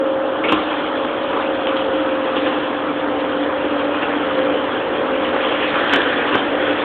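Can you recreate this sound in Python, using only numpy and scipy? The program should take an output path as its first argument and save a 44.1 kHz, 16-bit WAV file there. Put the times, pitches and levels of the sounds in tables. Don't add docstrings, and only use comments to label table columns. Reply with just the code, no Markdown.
import sys
import numpy as np
from scipy import signal
from scipy.fft import rfft, irfft, next_fast_len
from scipy.io import wavfile
from scipy.ndimage import uniform_filter1d, map_coordinates

SR = 44100
rng = np.random.default_rng(int(sys.argv[2]) if len(sys.argv) > 2 else 0)


def unload_audio(sound):
    columns = np.transpose(np.atleast_2d(sound))
    steps = np.round(np.clip(columns, -1, 1) * 32767)
    wavfile.write(sys.argv[1], SR, steps.astype(np.int16))


N = 301644

# time_s, bite_db
BITE = [(0.0, -39.5), (0.27, -37.5), (0.44, -35.5), (0.59, -29.5), (0.89, -33.5), (2.19, -34), (2.53, -31),
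        (2.66, -33), (2.95, -35.5), (3.5, -35), (4.17, -32), (4.84, -34), (5.12, -33), (5.49, -28.5),
        (5.87, -27), (6.25, -28), (6.38, -30.5), (6.69, -31.5), (6.84, -30)]
# frequency_hz, relative level_db
TWIG_COLOUR = [(300, -45), (700, -3.5), (1000, -3), (1600, -3.5), (1850, -9), (2100, -14), (3000, -51)]
# frequency_hz, relative level_db
CHIP_COLOUR = [(1200, -41.5), (1900, -10), (2400, -2), (3300, 0.5), (3550, -7.5), (3800, -26.5),
               (4200, -46)]
# frequency_hz, relative level_db
TOP_COLOUR = [(3000, -38), (3600, -7), (4000, -11), (4300, -17), (4600, -27.5)]
# start_s, blow_db, knock_hz, crack_hz, crack_over_knock_db, thump_over_knock_db
BRANCHES = [(.435, -11.5, 876, 2290, 2.5, 1), (.482, -11, 1345, 2734, 2.5, -0.5),
            (.516, -5, 1045, 2783, -2.5, -1), (1.359, -11, 982, 3240, -10, -2),
            (1.667, -19.5, 1160, 3050, 3, -5), (1.76, -22.5, 1140, 3260, 7, -6),
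            (2.357, -12.5, 1095, 2920, 0, -4), (2.457, -14.5, 1530, 2920, -3, 0),
            (2.519, -13, 1196, 2720, -6, -9), (3.789, -17, 1070, 3220, -1, 0),
            (4.019, -16, 1516, 2800, 4.5, -4), (4.382, -13, 1650, 3240, -11, -1.5),
            (5.62, -13.5, 1745, 2890, -0.5, -18), (5.753, -9, 1374, 3100, -17, -12.5),
            (5.792, -16.5, 1374, 3140, -2.5, -7), (5.856, -16, 1463, 2910, -7, -22.5),
            (5.923, -4.5, 1540, 3126, -2, -0.5), (5.95, -9.5, 1630, 3350, 2, -10),
            (5.981, -9.5, 1030, 3290, -6.5, 1), (6.121, -13.5, 1600, 3450, -6, -7),
            (6.321, -8, 1043, 2840, -3.5, -3), (6.34, -5.5, 1507, 2640, -7.5, 1),
            (6.374, -10.5, 953, 3170, -1, -8), (6.454, -17, 1360, 2360, -21, 0.5),
            (6.595, -14, 1520, 2270, -20, 7.5), (6.62, -14.5, 1400, 2700, -10, 7.5),
            (6.663, -12, 1530, 2810, -9.5, -5), (6.69, -13, 1495, 2610, -2.5, 2.5)]
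# ratio to its pitch, width as a ratio of the pitch, relative level_db
WOOD_MODES = [(0.799, 0.24, -9), (1, 0.077, 3), (1.203, 0.2, -6), (1.602, 0.39, -14.5)]
# frequency_hz, width_hz, relative level_db
HOOD_MODES = [(75, 52, -12.5), (293, 51, 5.5), (496, 94, 1)]
# start_s, peak_db, pitch_hz
SNAPS = [(0.524, -2.5, 1200), (1.400, -8.5, 1185), (1.671, -7.5, 2950), (5.7427, -3.5, 1480),
         (5.7928, -9, 2600), (5.841, -9.5, 1363), (5.896, -5.5, 3030), (5.9368, -6, 895), (5.944, -3, 1790),
         (6.019, -6.5, 3460), (6.228, -9, 1690), (6.355, -2.5, 908), (6.586, -10.5, 690)]
# frequency_hz, width_hz, relative level_db
GRIND_MODES = [(1480, 230, -0.5), (1810, 230, 0)]
# frequency_hz, relative level_db
ENGINE_COLOUR = [(150, -39), (200, -15), (250, -2), (300, 0.5), (390, -2), (470, 4), (620, -3), (800, -5),
                 (1100, -25), (1800, -33.5), (3000, -56.5)]
# frequency_hz, relative level_db
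RUMBLE_COLOUR = [(15, -41.5), (30, -12), (80, 1), (200, 3.5), (300, -8.5), (600, -48)]
# time_s, twelfth_order_hz, twelfth_order_level_db
SHAFT = [(0, 537, -19), (.15, 536, -20.5), (.65, 533, -32), (1.27, 537, -25), (1.6, 536.5, -24.5),
         (1.85, 533.5, -22), (2.5, 525, -25), (2.74, 524.5, -31.5), (3.1, 524.5, -25.5), (3.9, 526.5, -27),
         (4.08, 526, -38), (4.38, 525, -19), (4.7, 525.5, -30), (5.3, 528.5, -23.5), (6.1, 524.5, -33.5),
         (6.4, 523.5, -38), (6.65, 523, -23.5), (6.84, 523, -28.5)]
# time_s, thirteenth_order_level_db, seventh_order_level_db
MINOR_ORDERS = [(0, -30.5, -30.5), (.65, -37, -30), (1.27, -29, -35), (1.9, -41, -30), (2.8, -43, -33.5),
                (3.92, -28, -31), (4.2, -36, -39), (4.8, -31.5, -36.5), (5.25, -30.5, -29.5),
                (6.2, -35, -35.5), (6.6, -27, -33.5), (6.84, -35.5, -36)]
# multiple of the shaft, level_db
WEAK_ORDERS = [(5, -50), (6, -39), (8, -43.5), (10, -38.5), (24, -44)]
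# time_s, pitch_hz, level_db
PUMP = [(0, 293.8, -32.5), (1.1, 293.1, -37), (2.15, 291.8, -29), (2.8, 290.9, -26), (4.6, 290.3, -29),
        (5.2, 292.3, -42.5), (6.2, 289.3, -32), (6.84, 296.4, -28)]
# pump multiple, shaft multiple added, level_db
PUMP_PARTIALS = [(1, -1, -43), (1, 1, -44.5), (1, 2, -42), (2, 0, -43.5)]

BITE_REFERENCE_DB = -30
TWIG_DB, TWIG_DB_PER_BITE_DB = -24, 0.4
RATTLE_DB, TOP_DB = -30, -42
CENTRE_HZ, CENTRE_HZ_PER_S, CENTRE_HZ_PER_DB = 1182, 30, 5
BLOW_T60_S, BLOW_SWELL_S = .11, .005
DEEPENS_DB = 1.1
GRIND_S, GRIND_RISE_S, GRIND_HOLD_S, GRIND_FALL_S, GRIND_DB = 5.68, .12, .5, .12, -27
ROAR_DB, RUMBLE_DB, NEARING_DB_PER_S = -27, -44, 0.53
ROAR_DB_PER_BITE_DB = 0.13
TAIL_DB, TAIL_T60_S, TAIL_DELAY_S = -7.5, .17, .012
BAND_HZ, CLIP_LEVEL, TOP_HZ = 4700, .705, 15800


def amp(db):
    return 10 ** (np.asarray(db) / 20)


def unit(x):
    return x / np.sqrt(np.mean(x ** 2) + 1e-20)


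def curves(rows):
    s, *cols = np.transpose(rows)
    return [np.interp(np.arange(N) / SR, s, c) for c in cols]


def wobble(rate):
    knots = rng.standard_normal(int(N * rate / SR) + 4)
    return map_coordinates(knots, [np.arange(N) * rate / SR])


def filtered(x, response):
    m = next_fast_len(len(x) + 8192)
    return irfft(rfft(x, m) * response(np.fft.rfftfreq(m, 1 / SR)), m)[:len(x)]


def colour(points):
    f, db = np.transpose(points)
    return lambda hz: amp(np.interp(np.log(hz + 1), np.log(f), db))


def modes(table):
    def response(f):
        return sum((-1) ** k * amp(db) * 1j * f * width / (centre ** 2 - f * f + 1j * f * width)
                   for k, (centre, width, db) in enumerate(table))
    return response


def patchy(patchy_db):
    z = signal.stft(rng.standard_normal(N), nperseg=512)[2]
    field = uniform_filter1d(rng.standard_normal(z.shape), size=5, axis=0)
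    field = uniform_filter1d(field, size=8, axis=1)
    return unit(signal.istft(z * amp(patchy_db * unit(field)), nperseg=512)[1][:N])


def snaps(spread_db):
    draw = rng.random((3, N))
    struck = draw[0] < 1 / 60
    size = amp(-spread_db * np.log(draw[2] + 1e-3))
    return unit(struck * np.sign(draw[1] - .5) * size)


def tone(turns, db, drift, waver_db):
    phase = turns + rng.random() + drift * wobble(12)
    return np.sqrt(2) * amp(db + waver_db * wobble(16)) * np.sin(2 * np.pi * phase)


def flails(turns, bite_db):
    clumps = 0.28 * wobble(9) + wobble(35)
    thrash = patchy(patchy_db=1.7) + 0.29 * snaps(spread_db=4.5)
    dull = unit(filtered(thrash, lambda hz: colour(TWIG_COLOUR)(hz * 1.2)))
    bright = unit(filtered(thrash, lambda hz: colour(TWIG_COLOUR)(hz * .88)))
    centre_hz = CENTRE_HZ + CENTRE_HZ_PER_S * np.arange(N) / SR + CENTRE_HZ_PER_DB * bite_db
    lean = np.clip((centre_hz - 1050) / 420, 0, 1)
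    twigs = unit(dull * (1 - lean) + bright * lean)
    twig_level = amp(TWIG_DB + TWIG_DB_PER_BITE_DB * bite_db + 0.46 * clumps)

    rows = 1 + 0.091 * np.cos(2 * 2 * np.pi * turns)
    chip_noise = patchy(patchy_db=3) + .4 * snaps(spread_db=3.5)
    chips = unit(filtered(rows * chip_noise, colour(CHIP_COLOUR)))
    rattle = amp(RATTLE_DB + 0.35 * clumps + 0.25 * wobble(14)) * chips
    return twig_level * twigs + amp(bite_db) * rattle


def wood(pitch_hz):
    return modes([(pitch_hz * ratio, pitch_hz * width, db) for ratio, width, db in WOOD_MODES])


def hood(blow_db):
    top_hz = HOOD_MODES[-1][0]
    return modes([(hz, width, db + DEEPENS_DB * (blow_db + 7) * np.log2(top_hz / hz))
                  for hz, width, db in HOOD_MODES])


def dry_snap(pitch_hz, t):
    cycles = pitch_hz * t
    pulse = (1 - np.exp(-cycles / 0.058)) * np.sin(2 * np.pi * cycles)
    pulse = pulse * amp(-60 * cycles / (3 + pitch_hz / 450))
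    return pulse / np.abs(pulse).max()


def branches():
    out, t = np.zeros(N + SR), np.arange(SR // 4) / SR
    shape = amp(-60 * t / BLOW_T60_S) * (1 - np.exp(-t / BLOW_SWELL_S)) ** 1.3
    for s, blow_db, knock_hz, crack_hz, crack_db, thump_db in BRANCHES:
        bodies = hood(blow_db), wood(knock_hz), wood(crack_hz)
        bursts = shape * np.sign(rng.standard_normal((3, len(t))))
        parts = np.array([filtered(burst, body) for burst, body in zip(bursts, bodies)])
        parts = parts / np.abs(parts).max(axis=1, keepdims=True)
        levels = amp(blow_db - 4.5 + np.array([thump_db, 0, crack_db]))
        out[round(s * SR):][:len(t)] += levels @ parts
    for s, peak_db, pitch_hz in SNAPS:
        out[round(s * SR):][:len(t)] -= amp(peak_db) * dry_snap(pitch_hz, t)
    return filtered(out[:N], colour([(20, -25.5), (60, -1), (3500, 0.5), (4100, -12)]))


def grind():
    corners_s = np.cumsum([GRIND_S, GRIND_RISE_S, GRIND_HOLD_S, GRIND_FALL_S])
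    swell, = curves(list(zip(corners_s, [0, 1, 1, 0])))
    splinters = patchy(patchy_db=1.5) + .4 * snaps(spread_db=4.5)
    return amp(GRIND_DB + .8 * wobble(25)) * swell * unit(filtered(splinters, modes(GRIND_MODES)))


def engine(bite_db):
    near_db = NEARING_DB_PER_S * np.arange(N) / SR
    roar = unit(filtered(patchy(patchy_db=1.5), colour(ENGINE_COLOUR)))
    roar = roar * amp(ROAR_DB + ROAR_DB_PER_BITE_DB * bite_db + 0.49 * wobble(14))
    rumble = amp(RUMBLE_DB) * unit(filtered(patchy(patchy_db=0.25), colour(RUMBLE_COLOUR)))
    return amp(near_db) * (roar + rumble)


def shaft_hum(turns):
    thirteenth_db, seventh_db = curves(MINOR_ORDERS)
    out = tone(12 * turns, curves(SHAFT)[1], drift=.02, waver_db=.8)
    out += tone(13 * turns, thirteenth_db, drift=.05, waver_db=2)
    out += tone(7 * turns, seventh_db, drift=.07, waver_db=3)
    for order, db in WEAK_ORDERS:
        out += tone(round(order) * turns, db, drift=.072, waver_db=2)
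    return out


def pump_whine(turns):
    pump_hz, pump_db = curves(PUMP)
    pump = np.cumsum(pump_hz) / SR
    out = tone(pump, pump_db, drift=.06, waver_db=2.5)
    for pump_multiple, shaft_multiple, db in PUMP_PARTIALS:
        phase = round(pump_multiple) * pump + round(shaft_multiple) * turns
        out += tone(phase, db, drift=.064, waver_db=3.5)
    return out


def top_flicker(bite_db):
    flicker = amp(3.1 * wobble(150)) * rng.standard_normal(N)
    hiss = unit(filtered(flicker, colour(TOP_COLOUR)))
    return amp(bite_db + TOP_DB + 1.2 * wobble(30)) * hiss


def garden(x):
    t = np.arange(SR // 3) / SR
    tail = rng.standard_normal(len(t)) * amp(-60 * t / TAIL_T60_S) * (t > TAIL_DELAY_S)
    return signal.fftconvolve(x, tail / np.linalg.norm(tail))[:N]


def scene():
    turns = np.cumsum(curves(SHAFT)[0] / 12) / SR
    bite_db = curves(BITE)[0] - BITE_REFERENCE_DB
    hits = branches()
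    cutting = flails(turns, bite_db) + hits + grind()
    machine = engine(bite_db) + shaft_hum(turns) + pump_whine(turns)
    return (cutting + machine + top_flicker(bite_db) + amp(TAIL_DB) * garden(hits))[None]


def record(dry):
    band = colour([(3500, 0), (4300, -10), (BAND_HZ, -32), (BAND_HZ + 100, -120)])
    clipped = np.clip(filtered(dry[0], band), -CLIP_LEVEL, CLIP_LEVEL)
    return filtered(clipped, lambda hz: hz < TOP_HZ)[None]


dry = scene()
out = record(dry)
unload_audio(out)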